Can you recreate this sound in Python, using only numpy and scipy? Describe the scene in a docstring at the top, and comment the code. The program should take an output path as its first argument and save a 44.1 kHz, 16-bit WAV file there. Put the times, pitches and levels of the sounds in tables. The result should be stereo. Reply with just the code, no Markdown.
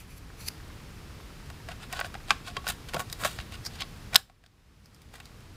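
"""A low room hum and the faint scrapes of a loose memory module, under a camera's ticking lens motor.
The board then taps and slides in an open laptop, ringing the plastic socket and the chassis.
Pushes thud through the case, the board knocks on the socket floor, and sprung metal latches snap home.
The snap overloads the camera's stereo input, whose gain ducks and creeps back."""
import sys
import numpy as np
from scipy import signal
from scipy.fft import rfft, irfft
from scipy.io import wavfile
from scipy.ndimage import uniform_filter1d

SR = 44100
rng = np.random.default_rng(int(sys.argv[2]) if len(sys.argv) > 2 else 0)


def dump_mix(stems):
    """Bounce the given channels to the path in sys.argv[1] as a 16-bit WAV at rate SR."""
    frames = np.atleast_2d(stems).T  # one column per channel
    limited = np.clip(frames, -1, 1)  # hard clip at full scale
    pcm = np.round(limited * 32767).astype(np.int16)
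    wavfile.write(sys.argv[1], SR, pcm)


N = 245195


def from_db(db):
    return 10 ** (np.asarray(db) / 20)


def rms_one(x):
    return x / np.sqrt(np.mean(x ** 2) + 1e-20)


def at_hz(points, hz):
    freqs_hz, values = np.transpose(points)
    return np.interp(np.log(hz), np.log(freqs_hz), values)


def over_time(points):
    return np.interp(np.arange(N) / SR, *np.transpose(points))


def bandpass(x, low_hz, high_hz):
    return signal.sosfilt(signal.butter(2, [low_hz, high_hz], "band", fs=SR, output="sos"), x)


def resonance(x, hz, width_hz):
    r = np.exp(-np.pi * width_hz / SR)
    feedback = [1, -2 * r * np.cos(2 * np.pi * hz / SR), r * r]
    return signal.lfilter(np.array([1, 0, -1]) * (1 - r * r) / 2, feedback, x + 1e-18)


def add(out, start_s, sound):
    at = round(start_s * SR)
    first, last = max(at, 0), min(at + sound.shape[-1], N)
    out[:, first:last] += sound[:, first - at:last - at]


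def stereo_noise(size, correlation):
    mid, side = rng.standard_normal((2, size))
    return np.sqrt((1 + correlation) / 2) * mid + np.sqrt((1 - correlation) / 2) * np.array([side, -side])


def left_right(mid, side, side_db):
    return np.array([mid + from_db(side_db) * side, mid - from_db(side_db) * side])


def at_width(x, side_db):
    """Stereo at unit rms, with side set against mid."""
    return rms_one(left_right(rms_one(x[0] + x[1]), rms_one(x[0] - x[1]), side_db))


# Room noise spectrum. Each row: frequency in Hz, relative density in dB.
HUM_SPECTRUM = [(15, -34), (25, -0.5), (49, 1), (113, -1.5), (240, -11.5), (281, -13.5), (389, -15),
                (537, -18), (762, -29.5), (895, -14.5), (1450, -23.5), (1800, -21), (4000, -26.5),
                (5100, -26), (6300, -31), (13900, -36.5), (15500, -44)]
# Likeness at the two microphones. Each row: frequency in Hz, correlation.
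HUM_CORRELATION = [(60, 0.97), (150, 0.98), (400, 0.74), (1200, 0.41), (4000, 0.31), (14000, 0.21)]
# Slow swell. Each row: time in seconds, gain in dB.
HUM_SWELL = [(0, -3.5), (.25, -2.5), (.5, 0.5), (1.5, 0.5), (2.5, 1), (3.3, 2), (4.1, 1), (5.56, -4)]
def hum(level_db=-45):
    """Room rumble and hiss in half-octave noise bands, swelling and easing."""
    noise, edges_hz = 0, 22 * 2 ** np.arange(0, 9.6, .5)
    for low_hz, high_hz in zip(edges_hz, edges_hz[1:]):
        hz = np.sqrt(low_hz * high_hz)
        white = stereo_noise(N + SR // 4, at_hz(HUM_CORRELATION, hz))
        noise = noise + from_db(at_hz(HUM_SPECTRUM, hz)) * bandpass(white, low_hz, high_hz)[:, -N:]
    return from_db(level_db + over_time(HUM_SWELL)) * rms_one(noise)


# Modes of the free module. Each row: frequency in Hz, width in Hz, gain in dB.
MODULE_MODES = [(2410, 390, 2), (4600, 220, 2.5), (5940, 420, 1.5), (7340, 600, -5), (10200, 1300, -2),
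                (12700, 1200, -7)]
# Edge catches. Each row: peak time, rise and fall in seconds, level in dB, rub pitch in Hz.
SCRAPES = [(0.005, 0.011, 0.028, -47.5, 2500), (0.109, 0.037, 0.086, -53.5, 2380),
           (0.181, 0.018, 0.0067, -49.5, 11400), (0.409, 0.026, 0.072, -45, 4260),
           (0.474, 0.021, 0.012, -38.5, 4470), (0.485, 0.0079, 0.0042, -24, 4800)]
def scrapes(direct_db=-11, fade_db=13, rub_db=4, rub_width_hz=380):
    """The loose module rings at its own high modes as its edge drags, catches and slips off."""
    out, t = np.zeros((2, N)), np.arange(-SR // 6, SR // 3) / SR
    for peak_s, rise_s, fall_s, level_db, rub_hz in SCRAPES:
        pressure = from_db(-fade_db * np.maximum(-t / rise_s, t / fall_s))
        force = stereo_noise(len(t), correlation=.5) * pressure
        modes = MODULE_MODES + [(rub_hz, rub_width_hz, rub_db)]
        ring = sum(from_db(db) * resonance(force, hz, width_hz) for hz, width_hz, db in modes)
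        scrape = at_width(from_db(direct_db) * force + ring, side_db=-3)
        add(out, peak_s + t[0], from_db(level_db) * scrape * np.sqrt(np.mean(pressure ** 2)))
    return out


def lens_ticks(level_db=-48, tick_hz=1300, t60_s=0.039, hold_s=0.0033):
    """The focusing lens motor steps with a faint, dull tick ten times a second."""
    out, t = np.zeros((2, N)), np.arange(SR // 20) / SR
    for start_s in np.arange(.301, 2.45, .1):
        step = stereo_noise(len(t), correlation=.53) * from_db(-60 * t / t60_s)
        tick = bandpass(step, tick_hz / np.sqrt(2), tick_hz * np.sqrt(2))
        add(out, start_s, from_db(level_db) * rms_one(tick) * np.sqrt(hold_s / t[-1]))
    return out


def fidgets(start_s=.6, end_s=5.5, per_s=3.3, level_db=-55, part_hz=1410, hardness_db=-9, ring_db=-3.5):
    """Rows of faint random clicks: the board shifting in the fingers."""
    span_s = end_s - start_s
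    rows = []
    for when, force, pitch in rng.random((round(per_s * span_s), 3)):
        tick_db = level_db + 3 * (2 * force - 1)
        tick_hz = part_hz * 2 ** (0.82 * (2 * pitch - 1))
        rows.append((start_s + when * span_s, tick_db, tick_hz, hardness_db, ring_db))
    return rows


def crack(t60_s, impact_db):
    """Mid and side of an impact and its dying rattle, with a nearly flat spectrum."""
    size = SR // 12
    decay = from_db(-60 * np.arange(size) / SR / t60_s)
    rattle = rng.standard_normal((2, size)) * decay
    for _ in range(6):  # whiten, then restore the decay and the impact
        spectrum = rfft(rattle)
        rattle = irfft(spectrum / (np.abs(spectrum) + 1e-12), size)
        rattle = rattle * decay / (uniform_filter1d(np.abs(rattle), size=48) + 1e-9)
        rattle[0, 0] = from_db(impact_db)
    return rms_one(rattle[0]), rms_one(rattle[1])


# Small parts hardly move the laptop's body. 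Each row: part pitch in Hz, edge band over body band in dB.
EDGE_TILT = [(800, -10), (1500, -4.5), (2500, 1.5), (3800, 8), (5500, 10.5)]
def contact_levels(level_db, part_hz, hardness_db):
    """Body, edge, top and air band levels: pitch splits the lower two, hardness sets the upper two."""
    tilt_db = at_hz(EDGE_TILT, part_hz)
    body_db = level_db - 10 * np.log10(1 + from_db(tilt_db) ** 2)
    edge_db = body_db + tilt_db
    top_db = level_db + hardness_db
    air_db = top_db - 3 + 0.41 * min(top_db - edge_db, 0)  # soft contacts keep falling off
    return body_db, edge_db, top_db, air_db


# Body, edge, top and air bands. Each row: low limit in Hz, high limit in Hz.
BANDS_HZ = [(500, 2000), (2000, 5700), (6000, 10000), (11600, 16200)]
# Stereo width. Each entry: side over mid in dB for one band.
BAND_SIDE_DB = [-10.5, -5, -3, -11]
def shape_bands(sound, part_hz, levels_db):
    """Sets level and width per band; the lower two close in around the touched part's pitch."""
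    body_hz, edge_hz, top_hz, air_hz = BANDS_HZ
    body_hz = np.clip(0.277 * part_hz, body_hz[0], 800), body_hz[1]
    edge_hz = np.clip(0.89 * part_hz, edge_hz[0], 4000), np.clip(1.495 * part_hz, 3900, edge_hz[1])
    bands = zip(levels_db, [body_hz, edge_hz, top_hz, air_hz], BAND_SIDE_DB)
    body, edge, top, air = [from_db(db) * at_width(bandpass(sound, *limits_hz), side_db)
                            for db, limits_hz, side_db in bands]
    return body + edge - top + air  # top inverted to avoid crossover notches


# Modes of socket, board and chassis. Each row: frequency in Hz, width in Hz, gain in dB.
LAPTOP_MODES = [(600, 36, -8), (708, 70, 5.5), (774, 110, 2), (1115, 25, 7), (1194, 52, -15.5),
                (1484, 140, 0), (1640, 40, -5.5), (1960, 150, -1.5), (2358, 360, 9), (2750, 76, -2),
                (3200, 98, -5.5), (3837, 110, -1), (4690, 480, -1), (4970, 200, 0)]
def laptop(force, part_hz, levels_db, hold_s, ring_db, direct_db, part_db, part_q):
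    """A contact radiates treble and rings the laptop, with the energy of levels_db held for hold_s."""
    sound = from_db(direct_db) * signal.lfilter([.9, -.9], [1, -.8], force)
    for hz, width_hz, db in LAPTOP_MODES:
        spot_db = 2 * rng.standard_normal()  # each spot touched drives the mode differently
        mic_db = 0.5 * rng.standard_normal((2, 1))
        ring = resonance(force.mean(axis=0), hz, width_hz)
        sound = sound + from_db(ring_db + db + spot_db + mic_db) * ring
    echo_s = rng.uniform(.0014, .0032)  # nearest wall of the case
    echo = np.pad(sound, [(0, 0), (round(echo_s * SR), 0)])[:, :sound.shape[-1]]
    sound = sound + from_db(-7.5) * echo
    blur = np.interp(levels_db[1], [-16, -11], [1, 2.5])  # a violent blow would widen the part's mode
    sound = sound + from_db(part_db) * resonance(sound, part_hz, blur * part_hz / part_q)
    return shape_bands(sound, part_hz, levels_db) * np.sqrt(hold_s * SR / force.shape[-1])


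# Taps. Each row: start in seconds, relative level in dB, part pitch in Hz,
# hardness (treble over level) in dB, chassis ring in dB.
CLICKS = [(1.5013, -38.5, 1640, -12.5, 3), (1.687, -31.5, 1680, -18, 15), (1.69, -37.5, 690, -25, 4),
          (1.717, -35.5, 2500, -23, 5), (1.9268, -27, 2240, -9.5, 6), (1.95, -45, 1500, -8, -4),
          (1.9925, -24.5, 1510, -30, 0.5), (2.0006, -34.5, 710, -5.5, -19), (2.0107, -24, 1510, -28, 3),
          (2.012, -31, 825, -34, -17), (2.0453, -29, 1570, -33, 1), (2.142, -35, 1410, -18, -11),
          (2.1514, -32.5, 786, -31, -4), (2.5671, -23, 1100, -24.5, 2), (2.569, -29, 3180, -20, 13),
          (2.643, -39, 1110, -20, 10), (2.668, -24, 1540, -24, 15), (2.6777, -31, 3820, -6, -3),
          (2.686, -26, 1800, -6, 3), (2.691, -27.5, 1980, -8, -12), (2.6999, -26, 2190, -10, -5),
          (2.887, -41.5, 3060, -8.5, -2), (2.9356, -27, 1950, -20, 13), (2.944, -31, 3340, -19, -6),
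          (2.9498, -29, 1130, -28, 11), (2.9625, -29.5, 644, -21, 10), (2.966, -28, 1450, -21, -4),
          (2.9945, -28, 1140, -11, 2), (3.002, -28.5, 1440, -16, 1), (3.099, -40, 3630, -9.5, -8),
          (3.127, -31.5, 3730, -4, -3), (3.2367, -26, 1480, -25, -17), (3.2481, -19.5, 1160, -13.5, -1),
          (3.253, -21.5, 635, -16, -20), (3.388, -28, 1870, -32, -4), (3.401, -34.5, 2860, -29, -6),
          (3.522, -38, 2780, -13, 6), (3.663, -34, 4700, -9, -11), (3.806, -31.5, 3100, -11, -5),
          (3.814, -37, 1120, -11, 5), (3.8197, -27, 3250, -20, -9), (4.15, -25.5, 1250, -15, -2),
          (4.298, -34, 800, -23, -9.5), (4.4387, -34.5, 1700, -19, -1), (4.4624, -36.5, 3400, -13.5, -7),
          (4.858, -46.5, 5120, -5.5, -10), (4.946, -50.5, 4980, -3, -13), (5.018, -51, 3380, -4, 1),
          (5.139, -41.5, 757, -12, -9), (5.2015, -35, 2580, -16.5, -8), (5.2557, -46, 3960, -8.5, -16)]
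def clicks():
    """The board taps socket and chassis; each short crack rings on in the laptop."""
    out = np.zeros((2, N))
    for start_s, level_db, part_hz, hardness_db, ring_db in CLICKS + fidgets():
        levels_db = contact_levels(level_db, part_hz, hardness_db)
        force = left_right(*crack(t60_s=0.015, impact_db=10), side_db=-2)
        tap = laptop(force, part_hz, levels_db, hold_s=0.0075, ring_db=ring_db,
                     direct_db=-5, part_db=7.5, part_q=7.5)
        add(out, start_s, tap)
    return out


def grazes(lag_s=0.004, length_s=0.04):
    """Rows of short slides: the board slipping off what it has just tapped."""
    return [(start_s + lag_s, length_s, -27 + 0.6 * level_db, part_hz, hardness_db)
            for start_s, level_db, part_hz, hardness_db, _ in CLICKS]


# Slides of board and fingers, except the row at 4.188 s: the noisy tail dying away after the snap.
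# Each row: peak time and length in seconds, relative level in dB, part pitch in Hz, hardness in dB.
SLIDES_AND_TAIL = [(1.718, 0.054, -38.5, 1430, -18), (1.833, 0.042, -36.5, 2550, -15.5),
                   (1.934, 0.015, -26.5, 1090, -27), (1.974, 0.098, -33.5, 1750, -17),
                   (2.059, 0.045, -35.5, 1720, -13.5), (2.315, 0.051, -27, 2430, -17),
                   (2.484, 0.05, -31, 2230, -17), (2.699, 0.052, -27, 2570, -8.5),
                   (2.895, 0.029, -37.5, 2660, -13.5), (2.945, 0.018, -29.5, 1290, -8.5),
                   (3.004, 0.039, -31.5, 1480, -7.5), (3.22, 0.044, -32, 1070, -9.5),
                   (3.261, 0.045, -24, 2500, -9), (3.304, 0.21, -40.5, 3000, -7),
                   (3.409, 0.037, -40, 2830, -13), (3.542, 0.045, -36.5, 2770, -15),
                   (3.666, 0.028, -30.5, 5400, -10), (3.757, 0.094, -44.5, 2950, -11.5),
                   (3.815, 0.044, -31, 2900, -27), (4.135, 0.01, -26, 1150, -19),
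                   (4.15, 0.015, -24, 1510, -10), (4.168, 0.018, -26, 1600, -16.5),
                   (4.188, 0.08, -35, 1700, -10.5), (5.159, 0.042, -38, 1760, -12)]
def slides_and_tail(slips_per_s=650, slip_spread_db=3.5, smooth_db=-12, fade_db=13, fall_share=0.4):
    """Smooth noise plus tiny slips, swelling and fading: sliding friction, and the snap's noisy tail."""
    out, window_s = np.zeros((2, N)), np.arange(-SR // 6, SR // 3) / SR
    size = len(window_s)
    for peak_s, length_s, level_db, part_hz, hardness_db in SLIDES_AND_TAIL + grazes():
        levels_db = contact_levels(level_db, part_hz, hardness_db)
        fall_s = length_s * fall_share
        rise_s = length_s - fall_s
        slip_sizes = from_db(slip_spread_db * np.minimum(rng.exponential(1, size), 3))
        slips = (rng.random(size) < slips_per_s / SR) * slip_sizes
        noise = stereo_noise(size, correlation=.6) * (from_db(smooth_db) + slips)
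        active = (window_s > -2 * rise_s) & (window_s < 2 * fall_s + .025)
        t = window_s[active]
        onset = np.clip(2 + t / rise_s, 0, 1)
        envelope = onset * from_db(-fade_db * np.maximum(-t / rise_s, t / fall_s))
        swell = laptop(noise[:, active] * envelope, part_hz, levels_db,
                       hold_s=np.sum(envelope ** 2) / SR, ring_db=0.5, direct_db=4, part_db=-3, part_q=13)
        add(out, peak_s + t[0], swell)
    return out


# Modes of the case on the desk. Each row: frequency in Hz, half-width per filter stage in Hz, gain in dB.
CASE_MODES = [(117.6, 77, 1.5), (170, 110, -2.5), (300, 304, -1)]
# Pushes. Each row: start in seconds, level in dB.
BUMPS = [(2.304, -43.5), (2.568, -42), (2.684, -47), (2.944, -32.5), (2.995, -40), (2.966, -46),
         (3.227, -40), (3.252, -41), (4.149, -43)]
def bumps(t60_s=0.13, hold_s=0.023):
    """A soft push sets the whole case thudding."""
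    out, t = np.zeros((2, N)), np.arange(SR // 6) / SR
    for start_s, level_db in BUMPS:
        push = stereo_noise(len(t), correlation=.9) * from_db(-60 * t / t60_s)
        thud = sum(from_db(db) * resonance(resonance(push, hz, 2 * half_hz), hz, 2 * half_hz)
                   for hz, half_hz, db in CASE_MODES)
        add(out, start_s, from_db(level_db) * rms_one(thud) * np.sqrt(hold_s / t[-1]))
    return out


def hard_blows(rows, modes, t60_s, impact_db, direct_db, direct_side_db, pan_db, low_hz, hold_s=0.0092):
    """A hard blow cracks directly and rings the short modes of the struck part."""
    out = np.zeros((2, N))
    direct_gain = from_db([[direct_db + pan_db / 2], [direct_db - pan_db / 2]])
    for start_s, level_db, top_hz in rows:
        mid, side = bandpass(crack(t60_s, impact_db), low_hz, top_hz)
        blow = direct_gain * left_right(mid, side, direct_side_db)
        for hz, width_hz, db, side_db in modes:
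            blow = blow + from_db(db) * resonance(left_right(mid, side, side_db), hz, width_hz)
        add(out, start_s, from_db(level_db) * rms_one(blow) * np.sqrt(hold_s * SR / len(mid)))
    return out


# Modes of board on socket. Each row: frequency in Hz, width in Hz, gain in dB, side over mid in dB.
BOARD_MODES = [(825, 60, -9, -13), (1090, 31, -13, -12.5), (1180, 64, -3.5, -16.5), (1340, 90, -15, -11),
               (1538, 80, -6.5, -7), (2100, 140, -20, 4), (2390, 140, -8.5, -10.5), (2615, 43, -13.5, 3),
               (2940, 75, -19, 6.5), (3200, 90, -17, -4), (3420, 200, -24, -5.5), (5000, 170, -20, -15.5)]
# Knock and bounce. Each row: start in seconds, level in dB, upper band limit in Hz.
KNOCKS = [(2.3059, -15, 5720), (2.3138, -27.5, 2690)]
def knocks():
    """The board's edge drops onto the socket floor with a hollow knock."""
    return hard_blows(KNOCKS, BOARD_MODES, t60_s=0.019, impact_db=6,
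                      direct_db=-23, direct_side_db=-4, pan_db=2, low_hz=720)


# Modes of the metal latches. Each row: frequency in Hz, width in Hz, gain in dB, side over mid in dB.
LATCH_MODES = [(727, 91, -21, -15), (1080, 150, -12, -14.5), (1470, 70, -9, -16), (1700, 57, -9.5, -5),
               (2010, 220, -12, -9.5), (3066, 120, -7.5, -9.5), (3366, 130, -4, -10.5),
               (3710, 190, -2.5, -11), (4014, 170, -3.5, -15.5), (4726, 200, -5.5, -9.5),
               (5130, 220, -6, -12.5), (7420, 170, -7, -5.5), (8770, 850, -19.5, 1.5),
               (14000, 280, -10, -7)]
# Latches giving way and snapping home. Each row: start in seconds, level in dB, upper band limit in Hz.
SNAPS = [(4.1455, -27, 12000), (4.157, -9.5, 5800), (4.16, -10.5, 17000), (4.1611, -11, 18500)]
def snaps():
    """The latches spring over the board's edge in a quick, bright run."""
    return hard_blows(SNAPS, LATCH_MODES, t60_s=0.009, impact_db=2,
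                      direct_db=-17.5, direct_side_db=-3, pan_db=5, low_hz=900)


def reflections(x, t60_s, wet_db, build_s, treble_db):
    """A dense decaying tail, different at each microphone."""
    t = np.arange(SR // 2) / SR
    envelope = from_db(-60 * t / t60_s) * np.clip(t / build_s, 0, 1) ** 2
    tail = rng.standard_normal((2, len(t))) * envelope
    low = signal.sosfilt(signal.butter(1, 6000, fs=SR, output="sos"), tail)
    tail = rms_one(low + from_db(treble_db) * (tail - low)) / np.sqrt(len(t))
    return from_db(wet_db) * signal.fftconvolve(x, tail, axes=-1)[:, :N]


# Position of the hands. Each row: time in seconds, left over right in dB.
HAND_PAN = [(.5, -0.5), (1.7, -3.5), (2.15, -0.5), (2.5, -1.5), (3.101, 0.5), (4.199, -1.5)]
def scene():
    """Handling slightly to the right, on a desk in a small humming room."""
    handling = from_db(-2.5) * clicks() + from_db(-2) * slides_and_tail() + knocks() + scrapes() + bumps()
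    latches = snaps()
    pan_db = over_time(HAND_PAN)
    direct = (handling + latches) * from_db([pan_db / 2, -pan_db / 2])
    # less of the snap goes to the room, keeping its tail from ringing
    into_room = handling + from_db(-2.5) * latches
    desk = reflections(into_room, t60_s=0.25, wet_db=-21.5, build_s=0.019, treble_db=0)
    walls = reflections(into_room, t60_s=0.46, wet_db=-25, build_s=0.004, treble_db=-0.5)
    return direct + desk + walls + lens_ticks() + hum()


def gain_control(x, threshold_db=-11.5, duck_db=20.5, recover_db_per_s=18.5, attack_s=0.074):
    """An overload turns the gain down; it then climbs back steadily."""
    power = uniform_filter1d(np.mean(x ** 2, axis=0), SR // 100)
    overload = power > from_db(threshold_db) ** 2
    climb_db = recover_db_per_s * np.arange(N) / SR
    cut_db = np.maximum.accumulate(duck_db * overload + climb_db) - climb_db
    pole = np.exp(-1 / (attack_s * SR))
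    return x * from_db(-signal.lfilter([1 - pole], [1, -pole], cut_db))


def record(dry):
    """Gain control, clipping just under full scale, a softened top and a steep treble cut."""
    clipped = np.clip(gain_control(dry), -.88, .88)
    softened = signal.sosfilt(signal.butter(4, 15700, fs=SR, output="sos"), clipped)
    return signal.sosfilt(signal.cheby2(16, 78, 16400, fs=SR, output="sos"), softened)


dry = scene()
out = record(dry)
dump_mix(out)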